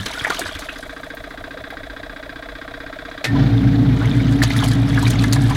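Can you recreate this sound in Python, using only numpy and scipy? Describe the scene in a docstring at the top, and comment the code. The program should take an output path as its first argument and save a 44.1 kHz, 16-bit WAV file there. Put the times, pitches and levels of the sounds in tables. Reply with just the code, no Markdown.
"""A small plastic washing machine in a bathroom, heard from just above its open tub.
At first the water sloshes to rest, its trapped air ringing as bubbles, while the clockwork wash timer
ticks about fifteen times a second, each impact exciting the modes of its panel. Suds pop in the lull.
At 3.2 s the timer's contact snaps shut and the motor starts, with magnetic hum and shaft harmonics.
From about 4 s water and clothes churn again, and the timer ticks on more softly."""
import sys
import numpy as np
from scipy import signal
from scipy.fft import rfft, irfft
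from scipy.io import wavfile
from scipy.ndimage import uniform_filter1d

SR = 44100
rng = np.random.default_rng(int(sys.argv[2]) if len(sys.argv) > 2 else 0)


def transcribe(signal):
    """Save signal, clipped to [-1, 1], as a 16-bit WAV file at the path in sys.argv[1]."""
    frames = np.atleast_2d(signal).T
    limited = np.clip(frames, -1, 1)
    pcm = np.round(limited * 32767).astype(np.int16)
    wavfile.write(sys.argv[1], SR, pcm)


N = 245195
TIME = np.arange(N) / SR
AGE = np.arange(SR // 5) / SR  # time since an impact [s]


def gain_of(db):
    """Amplitude ratio of a level in decibels."""
    return 10 ** (np.asarray(db) / 20)


def unit_rms(x):
    """Normalisation to a mean power of 1."""
    return x / np.sqrt(np.mean(x ** 2) + 1e-20)


def unit_peak(x):
    """Normalisation of the loudest few milliseconds to a mean power of 1."""
    return x / np.sqrt(uniform_filter1d(x ** 2, size=150).max() + 1e-20)


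def value_at(points, hz):
    """Interpolation on a logarithmic frequency axis."""
    f, value = np.transpose(points)
    return np.interp(np.log(hz + 1), np.log(f + 1), value)


def add(mix, s, sound):
    """Superposition of a sound on the mix, from time s."""
    part = mix[max(round(s * SR), 0):][:len(sound)]
    part += sound[:len(part)]


def coloured(x, spectrum, size=8192):
    """Minimum-phase filtering: a causal response with the given spectrum."""
    log_gain = np.log(gain_of(value_at(spectrum, abs(np.fft.fftfreq(size, 1 / SR)))))
    response = np.exp(np.conj(signal.hilbert(log_gain)))
    taps = np.fft.ifft(response).real[:size // 2]
    return signal.fftconvolve(x, taps)[:len(x)]


def noise(spectrum):
    """Stationary Gaussian noise of rms 1 with the given spectrum."""
    return unit_rms(coloured(rng.standard_normal(N), spectrum))


def wander(cutoff_hz):
    """Slow random modulation: low-pass noise of rms 1."""
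    hz = np.fft.rfftfreq(N, 1 / SR)
    return unit_rms(irfft(rfft(rng.standard_normal(N)) / (1 + (hz / cutoff_hz) ** 4), N))


def decay(t60):
    """Exponential damping by 60 dB in t60 seconds."""
    return np.exp(-np.log(1000) * AGE / t60)


def onset(rise):
    """Exponential approach to full amplitude, with time constant rise."""
    return 1 - np.exp(-AGE / rise)


def swell(centre, width, t=AGE):
    """Gaussian envelope in time."""
    return np.exp(-.5 * ((t - centre) / width) ** 2)


def ring(hz, t60, rise, glide=0):
    """Damped oscillation whose frequency may climb by the fraction glide."""
    turns = np.cumsum(hz * (1 + glide * np.minimum(AGE / t60, 1))) / SR
    return np.sin(2 * np.pi * turns) * decay(t60) * onset(rise)


def clicks(per_s, spread_db):
    """Poisson process: impulses of random time, sign and size."""
    size = gain_of(spread_db * np.minimum(rng.exponential(1, N), 4))
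    return size * rng.choice([-1, 1], N) * (rng.random(N) < per_s / SR)


# Background spectrum: (frequency [Hz], relative level [dB])
BACKGROUND_SPECTRUM = [(15, -13), (25, 4), (52, 8.5), (75, -11.5), (112, -2.5), (190, -10.5), (280, -9.5),
                       (400, -10), (640, -7), (950, -13), (1600, -19), (2700, -27), (3800, -21),
                       (5800, -34), (16000, -38)]
def background():
    """Ambient noise: steady, with its power mostly at low frequencies."""
    return gain_of(-40) * noise(BACKGROUND_SPECTRUM)


# Reverberation time of the room: (frequency [Hz], t60 [s])
ROOM_DECAY = [(100, 0.4), (500, 0.071), (2000, 0.22), (6000, 0.098), (15000, 0.12)]
def bathroom(x):
    """Reverberation: dense reflections from tub and tiles, each band decaying at its own rate."""
    reflections = rng.choice([-1., 1.], SR // 2) * (rng.random(SR // 2) < .1)
    hz, t, bands = signal.stft(reflections, SR, nperseg=256)
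    damping = np.exp(-np.log(1000) * t / value_at(ROOM_DECAY, hz)[:, None])
    tail = signal.istft(bands * damping, SR, nperseg=256)[1]
    tail[:SR // 400] = 0  # delay before the first reflection
    return signal.fftconvolve(x, tail / np.linalg.norm(tail))[:N]


# Drips on the resting water: (time [s], level [dB])
DRIPS = [(1.149, -37), (1.705, -43)]
def foam():
    """Shot noise: bursting suds give ever fainter impulses, and drips land as short noise bursts."""
    pops = coloured(clicks(110, spread_db=-0.5), [(2000, -39), (6000, 6), (16000, -1)])
    out = gain_of(-54 - 6.6 * TIME) * unit_rms(pops)
    for s, db in DRIPS:
        impact = rng.standard_normal(len(AGE)) * decay(0.024)
        drip = coloured(impact, [(2000, -12), (7000, -6), (16000, 3)])
        add(out, s, gain_of(db) * unit_peak(drip))
    return out


# Waves striking the tub: (time [s], level [dB], frequency [Hz])
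TUB_BUMPS = [(0.0, -22.5, 108), (0.008, -29, 191), (.218, -28, 118), (.45, -33, 89.5), (.55, -30, 79)]
def bumps():
    """Impact excitation: waves, then the last soft ripples, set the tub ringing at a low pitch."""
    out = np.zeros(N)
    laps = [(1.2 + 0.2 * k, -38.5, 104) for k in range(5)]
    for s, db, hz in TUB_BUMPS + laps:
        add(out, s, gain_of(db) * unit_peak(ring(hz, t60=0.12, rise=0.0017)))
    return out


# Spells of churning: (fully stirred [s], settling from [s], wave crest [s],
# relative wash level [dB], relative spray level [dB], slosh depth [dB])
SPELLS = [(-.5, 0.436, 0.29, -35.5, -48.5, 1), (4.356, 5.6, 4.57, -37, -49.5, 4)]
def stirring(slosh_period_s=0.497, slosh_decay_s=0.55, spray_lag_s=0.22):
    """Amplitude modulation by a sloshing wave: the wash builds and dies, the spray lags and lingers."""
    wash, spray = np.zeros(N), np.zeros(N)
    for full, stop, crest, wash_db, spray_db, depth_db in SPELLS:
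        resting = np.maximum(TIME - stop, 0)
        until_wash = np.maximum(full - TIME, 0)
        until_spray = np.maximum(full + spray_lag_s - TIME, 0)
        wave = np.cos(2 * np.pi * (TIME - crest) / slosh_period_s)
        slosh_db = depth_db * np.exp(-resting / slosh_decay_s) * wave
        wash += gain_of(wash_db + slosh_db - 14.5 * until_wash - 38 * resting)  # slopes in dB/s
        spray += gain_of(spray_db + slosh_db - 20 * until_spray - 26.5 * resting)
    return wash, spray


def by_chance(per_s, envelope, count):
    """Jittered events that follow an envelope: rows of (time [s], level [dB], draw from -1 to 1)."""
    place, draw = rng.random((count, 2)).T
    times = (np.arange(count) + place) / per_s
    levels = 20 * np.log10(np.interp(times, TIME, envelope) + 1e-9)
    return zip(times, levels, 2 * draw - 1)


def bubbles(lo_hz, hi_hz, per_s, cycles, spread_db, count=36):
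    """Minnaert resonance: bubbles of many sizes, each ringing briefly with a rising pitch."""
    cloud = np.zeros(N)
    for hz in np.geomspace(lo_hz, hi_hz, count):
        bubble = ring(hz, t60=cycles * (.5 + rng.random()) / hz, rise=1 / hz, glide=.045)
        cloud += hz * signal.oaconvolve(clicks(per_s / count, spread_db), bubble)[:N]
    return unit_rms(cloud)


# Spectra of the wash and of its fine spray: (frequency [Hz], relative level [dB])
WASH_SPECTRUM = [(150, 0.5), (400, -6.5), (750, -2.5), (1100, 0.5), (1700, 3), (2700, -2), (3600, 4),
                 (4600, -10.5), (5600, -12), (6800, -17.5), (8200, -21.5), (16000, -29)]
SPRAY_SPECTRUM = [(1500, -1), (3500, -2.5), (4600, -2), (5600, -5), (6800, -7.5), (8000, -7), (9300, -7),
                  (11000, -9.5), (16000, -25)]
def churn(wash, spray):
    """Incoherent summation: thousands of bubbles and drops merge into the rush of moving water."""
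    clumps = wander(32)  # bursts as wet cloth breaks the surface
    cloud = unit_rms(coloured(bubbles(451, 8110, per_s=2200, cycles=37, spread_db=6), WASH_SPECTRUM))
    body = (gain_of(-6) * noise(WASH_SPECTRUM) + gain_of(1) * cloud) * gain_of(2.5 * clumps)
    drops = unit_rms(coloured(bubbles(2940, 14100, per_s=3300, cycles=32, spread_db=3), SPRAY_SPECTRUM))
    flicker_db = 0.5 * clumps + 4.94 * wander(52)
    return wash * body + spray * drops * gain_of(4 + flicker_db)


# Water folding over: (time [s], level [dB], centre frequency [Hz])
GURGLES = [(0.299, -21.5, 555), (.410, -27, 337), (1.566, -32, 574), (1.725, -29.5, 687), (3.351, -27, 817),
           (4.020, -28.5, 1000), (4.630, -29, 880), (5.360, -26, 886), (5.505, -21, 1000)]
def gurgles():
    """Air entrainment: folding water traps a run of bubbles that resonate around one pitch."""
    out = np.zeros(N)
    for s, db, hz in GURGLES:
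        run = np.zeros(len(AGE))
        for delay, size, height in rng.random((16, 3)):
            bubble = ring(hz * (0.709 + 0.6 * height), t60=0.025, rise=0.001, glide=0.08)
            add(run, .055 * delay ** 1.7, gain_of(-8 * size - 15 * delay) * bubble)
        add(out, s, gain_of(db) * unit_peak(run))
    return out


# Large air pockets pulled under: (time [s], relative level [dB], frequency [Hz])
AIR_POCKETS = [(0.248, -5, 1810), (0.268, -13, 845), (0.303, -10, 1420), (0.393, -14, 678),
               (0.458, -18, 1510), (0.551, -20.5, 3440), (0.687, -18, 1596), (0.69, -19, 2550),
               (4.022, -23, 560), (4.418, -8, 1816), (4.504, -15, 2040), (4.624, -14.5, 1050),
               (4.651, -17, 693), (4.976, -11, 1610), (5.026, -19, 950), (5.24, -12.5, 1690),
               (5.364, -17, 1670), (5.511, -22.5, 1730)]
def gulps(wash, cycles=51):
    """Resonance at constant Q: air pockets ring among lesser bubbles, and smaller pockets die sooner."""
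    out = np.zeros(N)
    lesser = [(s, db + 6.5, 1594 * 2 ** (draw / 2)) for s, db, draw in by_chance(7.2, wash, count=36)]
    for s, db, hz in AIR_POCKETS + lesser:
        t60 = cycles / hz
        gulp = ring(hz, t60, rise=0.00059, glide=0.03)
        for delay, size in rng.random((8, 2)):
            neighbour = ring(hz * (0.706 + 0.535 * size), t60 / 2, rise=0.00014, glide=0.32)
            add(gulp, .009 * delay ** 2, gain_of(-8) * neighbour)
        add(out, s, gain_of(db - 6) * unit_peak(gulp))
    return out


# Water hitting cloth and wall: (time [s], level [dB], relative level of the finest spray [dB])
SLAPS = [(0.0622, -20.5, -18), (0.3023, -23.5, -14), (0.3458, -25.5, -16), (0.393, -22, -1),
         (0.465, -28, -28), (0.592, -32, -3), (4.3234, -35, -8), (4.4257, -22.5, -10), (4.4343, -15.5, -13),
         (4.5046, -24, -31), (4.566, -27.5, -5), (4.6415, -24, -6.5), (4.7142, -24.5, -18),
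         (5.0263, -29, 0), (5.1043, -22.5, -1), (5.1926, -23, -29), (5.238, -25.5, -8), (5.3303, -16.5, -5)]
# Spectrum of a slap: (frequency [Hz], relative level [dB])
SLAP_SPECTRUM = [(300, 0.5), (800, -3.5), (1800, -5.5), (2800, -6.5), (4000, 1), (5600, -5), (6800, -3),
                 (8200, -10), (10000, -10.5), (16000, -19)]
def slaps(spray, lead_s=0.0071):
    """Liquid impact: a sheet of water gathers, lands as a broadband burst and scatters into droplets."""
    out = np.zeros(N)
    lesser = [(s, db + 16, -12 + 5 * draw) for s, db, draw in by_chance(8.5, spray, count=50)]
    envelope = np.minimum(np.exp((AGE - lead_s) / 0.0032), np.exp((lead_s - AGE) / 0.0034))
    for s, db, fine_db in SLAPS + lesser:
        burst = rng.standard_normal(len(AGE)) * envelope
        for delay, size, height in rng.random((18, 3)):
            droplet = ring(1500 * 7 ** height, t60=0.0061, rise=0.00018, glide=0.18)
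            add(burst, 0.04 * delay, gain_of(5.5 - 13.5 * size - 15.3 * delay) * droplet)
        spectrum = [(hz, level + (fine_db + 9.5) * np.clip((hz - 4000) / 4000, 0, 1))
                    for hz, level in SLAP_SPECTRUM]
        add(out, s - lead_s + .002, gain_of(db) * unit_peak(coloured(burst, spectrum)))
    return out


def harmonic(order, turns):
    """Harmonic of a rotation or cycle: a sinusoid of rms 1 and random phase."""
    return np.sqrt(2) * np.sin(2 * np.pi * (order * turns + rng.random()))


# Harmonics of the turning shaft and of the magnetic hum: (harmonic number, level [dB])
SHAFT_HARMONICS = [(1, -47), (2, -27), (4, -21), (5, -26.5), (8, -49), (10, -24.5), (14, -63), (16, -47)]
HUM_HARMONICS = [(1, -40.5), (2, -20.5), (4, -93), (6, -45.5)]
# Rumble under the changing load on the drive: (time [s], relative level [dB])
DRIVE_LOAD = [(3.33, -16.5), (4.41, -18.5), (4.46, -27), (4.55, -20), (5.42, -18.5), (5.46, -19),
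              (5.56, -21.5)]
# Spectra of the shaken tub and of belt and bearings: (frequency [Hz], relative level [dB])
RUMBLE_SPECTRUM = [(20, -49), (45, -21), (80, -12.5), (105, -1.5), (140, 3), (158, -7), (185, 0), (212, -8),
                   (262, 2.5), (290, -3.5), (325, -13), (410, -22), (462, -16), (520, -29), (900, -61.5)]
BELT_SPECTRUM = [(300, -4.5), (540, -3.5), (720, 3), (1000, -7), (1300, -6), (1900, -5.5), (2700, -15),
                 (3700, -10), (5000, -20), (6600, -29), (10000, -50), (16000, -55)]
def motor(on_s=3.245, surge_s=3.41, shaft_hz=28, mains_hz=60):
    """Forced vibration: shaft harmonics beat against mains hum, the tub rumbles and the belt hisses."""
    powered = np.clip((TIME - on_s) / 0.084, 0, 1)
    running = np.clip((TIME - on_s - .03) / 0.069, 0, 1)
    load_db = np.interp(TIME, *np.transpose(DRIVE_LOAD))
    strain_db = 0.068 * (load_db - np.mean(DRIVE_LOAD, axis=0)[1])
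    turns = np.cumsum(shaft_hz * (1 + 0.0032 * wander(5.3))) / SR
    shaft = np.zeros(N)
    for k, db in SHAFT_HARMONICS:  # higher harmonics flutter more and follow the load more
        flutter = 1 + 0.046 * np.sqrt(k) * wander(6.2)
        shaft += gain_of(db + k * strain_db) * flutter * harmonic(k, turns)
    hum = sum(gain_of(db) * harmonic(k, mains_hz * TIME) for k, db in HUM_HARMONICS)
    rumble = gain_of(load_db - 0.5) * noise(RUMBLE_SPECTRUM)
    surge_db = 6.5 * swell(surge_s, 0.055, TIME)  # the drive strains to set the water moving
    hiss_db = -35 + 0.7 * (TIME - surge_s) + surge_db
    hiss = gain_of(hiss_db) * noise(BELT_SPECTRUM) * (1 + 0.26 * np.sin(2 * np.pi * turns))
    return running * (shaft + rumble) + powered * (hum + hiss)


# Snaps of the timer's contact: (time [s], level [dB])
SNAPS = [(3.242, -16.5), (3.2495, -20.5)]
# Spectrum of a snap: (frequency [Hz], relative level [dB])
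SNAP_SPECTRUM = [(180, -17), (300, 1), (701, -5.5), (1030, -15), (2070, -0.5), (3080, -12.5), (3950, -8),
                 (5430, -16.5), (9090, -25), (14700, -34), (16000, -41)]
def contact(squeak_s=3.238, squeak_hz=1814, squeak_db=-23.5):
    """Impact transients: the switch snaps twice, and a short squeak follows as the drive starts."""
    out = np.zeros(N)
    for s, db in SNAPS:
        crack = rng.standard_normal(len(AGE)) * (decay(0.019) + decay(0.12)) * onset(0.00087)
        add(out, s, gain_of(db) * unit_peak(coloured(crack, SNAP_SPECTRUM)))
    turns = np.cumsum(squeak_hz * (1 + 0.0078 * wander(60)[:len(AGE)])) / SR
    add(out, squeak_s, gain_of(squeak_db) * swell(0.047, 0.019) * np.sin(2 * np.pi * turns))
    return out


def beat_times(period_s=.06845, quicken_s=.000178, beats_per_turn=16.75):
    """Period modulation: the escapement quickens, swings with its wheel and limps on alternate beats."""
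    k = np.arange(-11, 77)
    quickening = .8291 + period_s * k - quicken_s * k ** 2 / 2
    swing = .003 * np.cos(2 * np.pi * k / beats_per_turn)
    limp = .00045 * np.cos(np.pi * k)
    return quickening - swing + limp


# Modes of the timer and its plastic panel: (frequency [Hz], relative level [dB], t60 [s], rise [s])
PANEL_MODES = [(278, 8, 0.069, 0.02), (321, -18, 0.16, 0.011), (472, -13.5, 0.26, 0.0094),
               (1098, -15.5, 0.15, 0.00038), (1300, -18, 0.048, 0.00073), (1400, -21, 0.01, .0005),
               (1558, 9, 0.01, 0.0004), (1589, -2, 0.05, 0.00029), (1888, -11.5, 0.1, 0.0015),
               (2010, -27, 0.043, 0.0016), (2250, -36, 0.0577, 0.0014), (2480, -17.5, 0.051, 0.0013),
               (3176, -23, 0.046, 0.0029), (3410, -15, 0.18, 0.0078), (3870, -12.5, 0.073, 0.0075),
               (4280, -23, 0.1, 0.0038), (4620, -19.5, 0.055, .002), (4900, -22, 0.077, 0.0024)]
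# Spectrum of the rattling gear train: (frequency [Hz], relative level [dB])
GEAR_SPECTRUM = [(200, -8), (500, -8), (900, -16), (1200, -2), (1650, -0.5), (2200, -5), (2900, -18),
                 (3500, -8.5), (4000, -9), (4300, -25), (4900, -20), (5800, -27.5), (8000, -35),
                 (16000, -48)]
def timer(jitter_s=.0002, tock_hz=652):
    """Modal ringing: the pallet strikes, rebounds twice, then scrapes back with a lower tock."""
    beats = beat_times()
    slip, force = rng.standard_normal((len(beats), 2)).T
    switched = beats > SNAPS[0][0] - .034  # softer from the beat nearest the contact's snap
    levels = -27.5 + 0.48 * force - 6 * switched
    panel = sum((-1) ** k * gain_of(db) * ring(hz, t60, rise)
                for k, (hz, db, t60, rise) in enumerate(PANEL_MODES))
    pallet = ring(1590, t60=.014, rise=.0002)
    case = rng.standard_normal(len(AGE)) * decay(0.14) * onset(0.0043)
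    body, gears = np.zeros(N), np.zeros(N)
    for s, db in zip(beats + jitter_s * slip, levels):
        bounce_time, bounce_size, tock_time, tock_pitch = rng.standard_normal(4)
        rattle, scrape = rng.standard_normal((2, len(AGE)))
        add(body, s, gain_of(db + 1.5) * panel - gain_of(db + 7.5) * pallet)
        add(body, s + .0038, -gain_of(db - 6) * pallet)
        add(body, s + .0069 + .00005 * bounce_time, -gain_of(db - 3.5 + bounce_size) * pallet)
        tock = swell(.008, .0035) * np.sin(2 * np.pi * tock_hz * (1 + .024 * tock_pitch) * AGE)
        add(body, s + .0325 + .00068 * tock_time, gain_of(db - 1) * tock)
        add(body, s + .029 + .000814 * tock_time, gain_of(db - 14.5) * panel)
        add(gears, s, gain_of(db - 4) * case + gain_of(db + 8) * rattle * decay(0.11))
        add(gears, s, gain_of(db + 4.5) * scrape * swell(0.036, 0.0052))
    return body + coloured(gears, GEAR_SPECTRUM)


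def scene():
    """Superposition of the direct sounds and the reverberation of water and clockwork."""
    wash, spray = stirring()
    water = churn(wash, spray) + gulps(wash) + slaps(spray) + bumps() + gurgles() + foam()
    clockwork = timer() + contact()
    reverberation = bathroom(gain_of(-9.5) * water + gain_of(-14) * clockwork)
    return (water + clockwork + reverberation + motor() + background())[None]


def record(dry, cutoff_hz=15950):
    """Band limiting: a linear-phase low-pass filter removes the highest treble."""
    lowpass = signal.firwin(511, cutoff_hz, window=("kaiser", 9), fs=SR)
    return signal.oaconvolve(dry, lowpass[None], "same")


dry = scene()
out = record(dry)
transcribe(out)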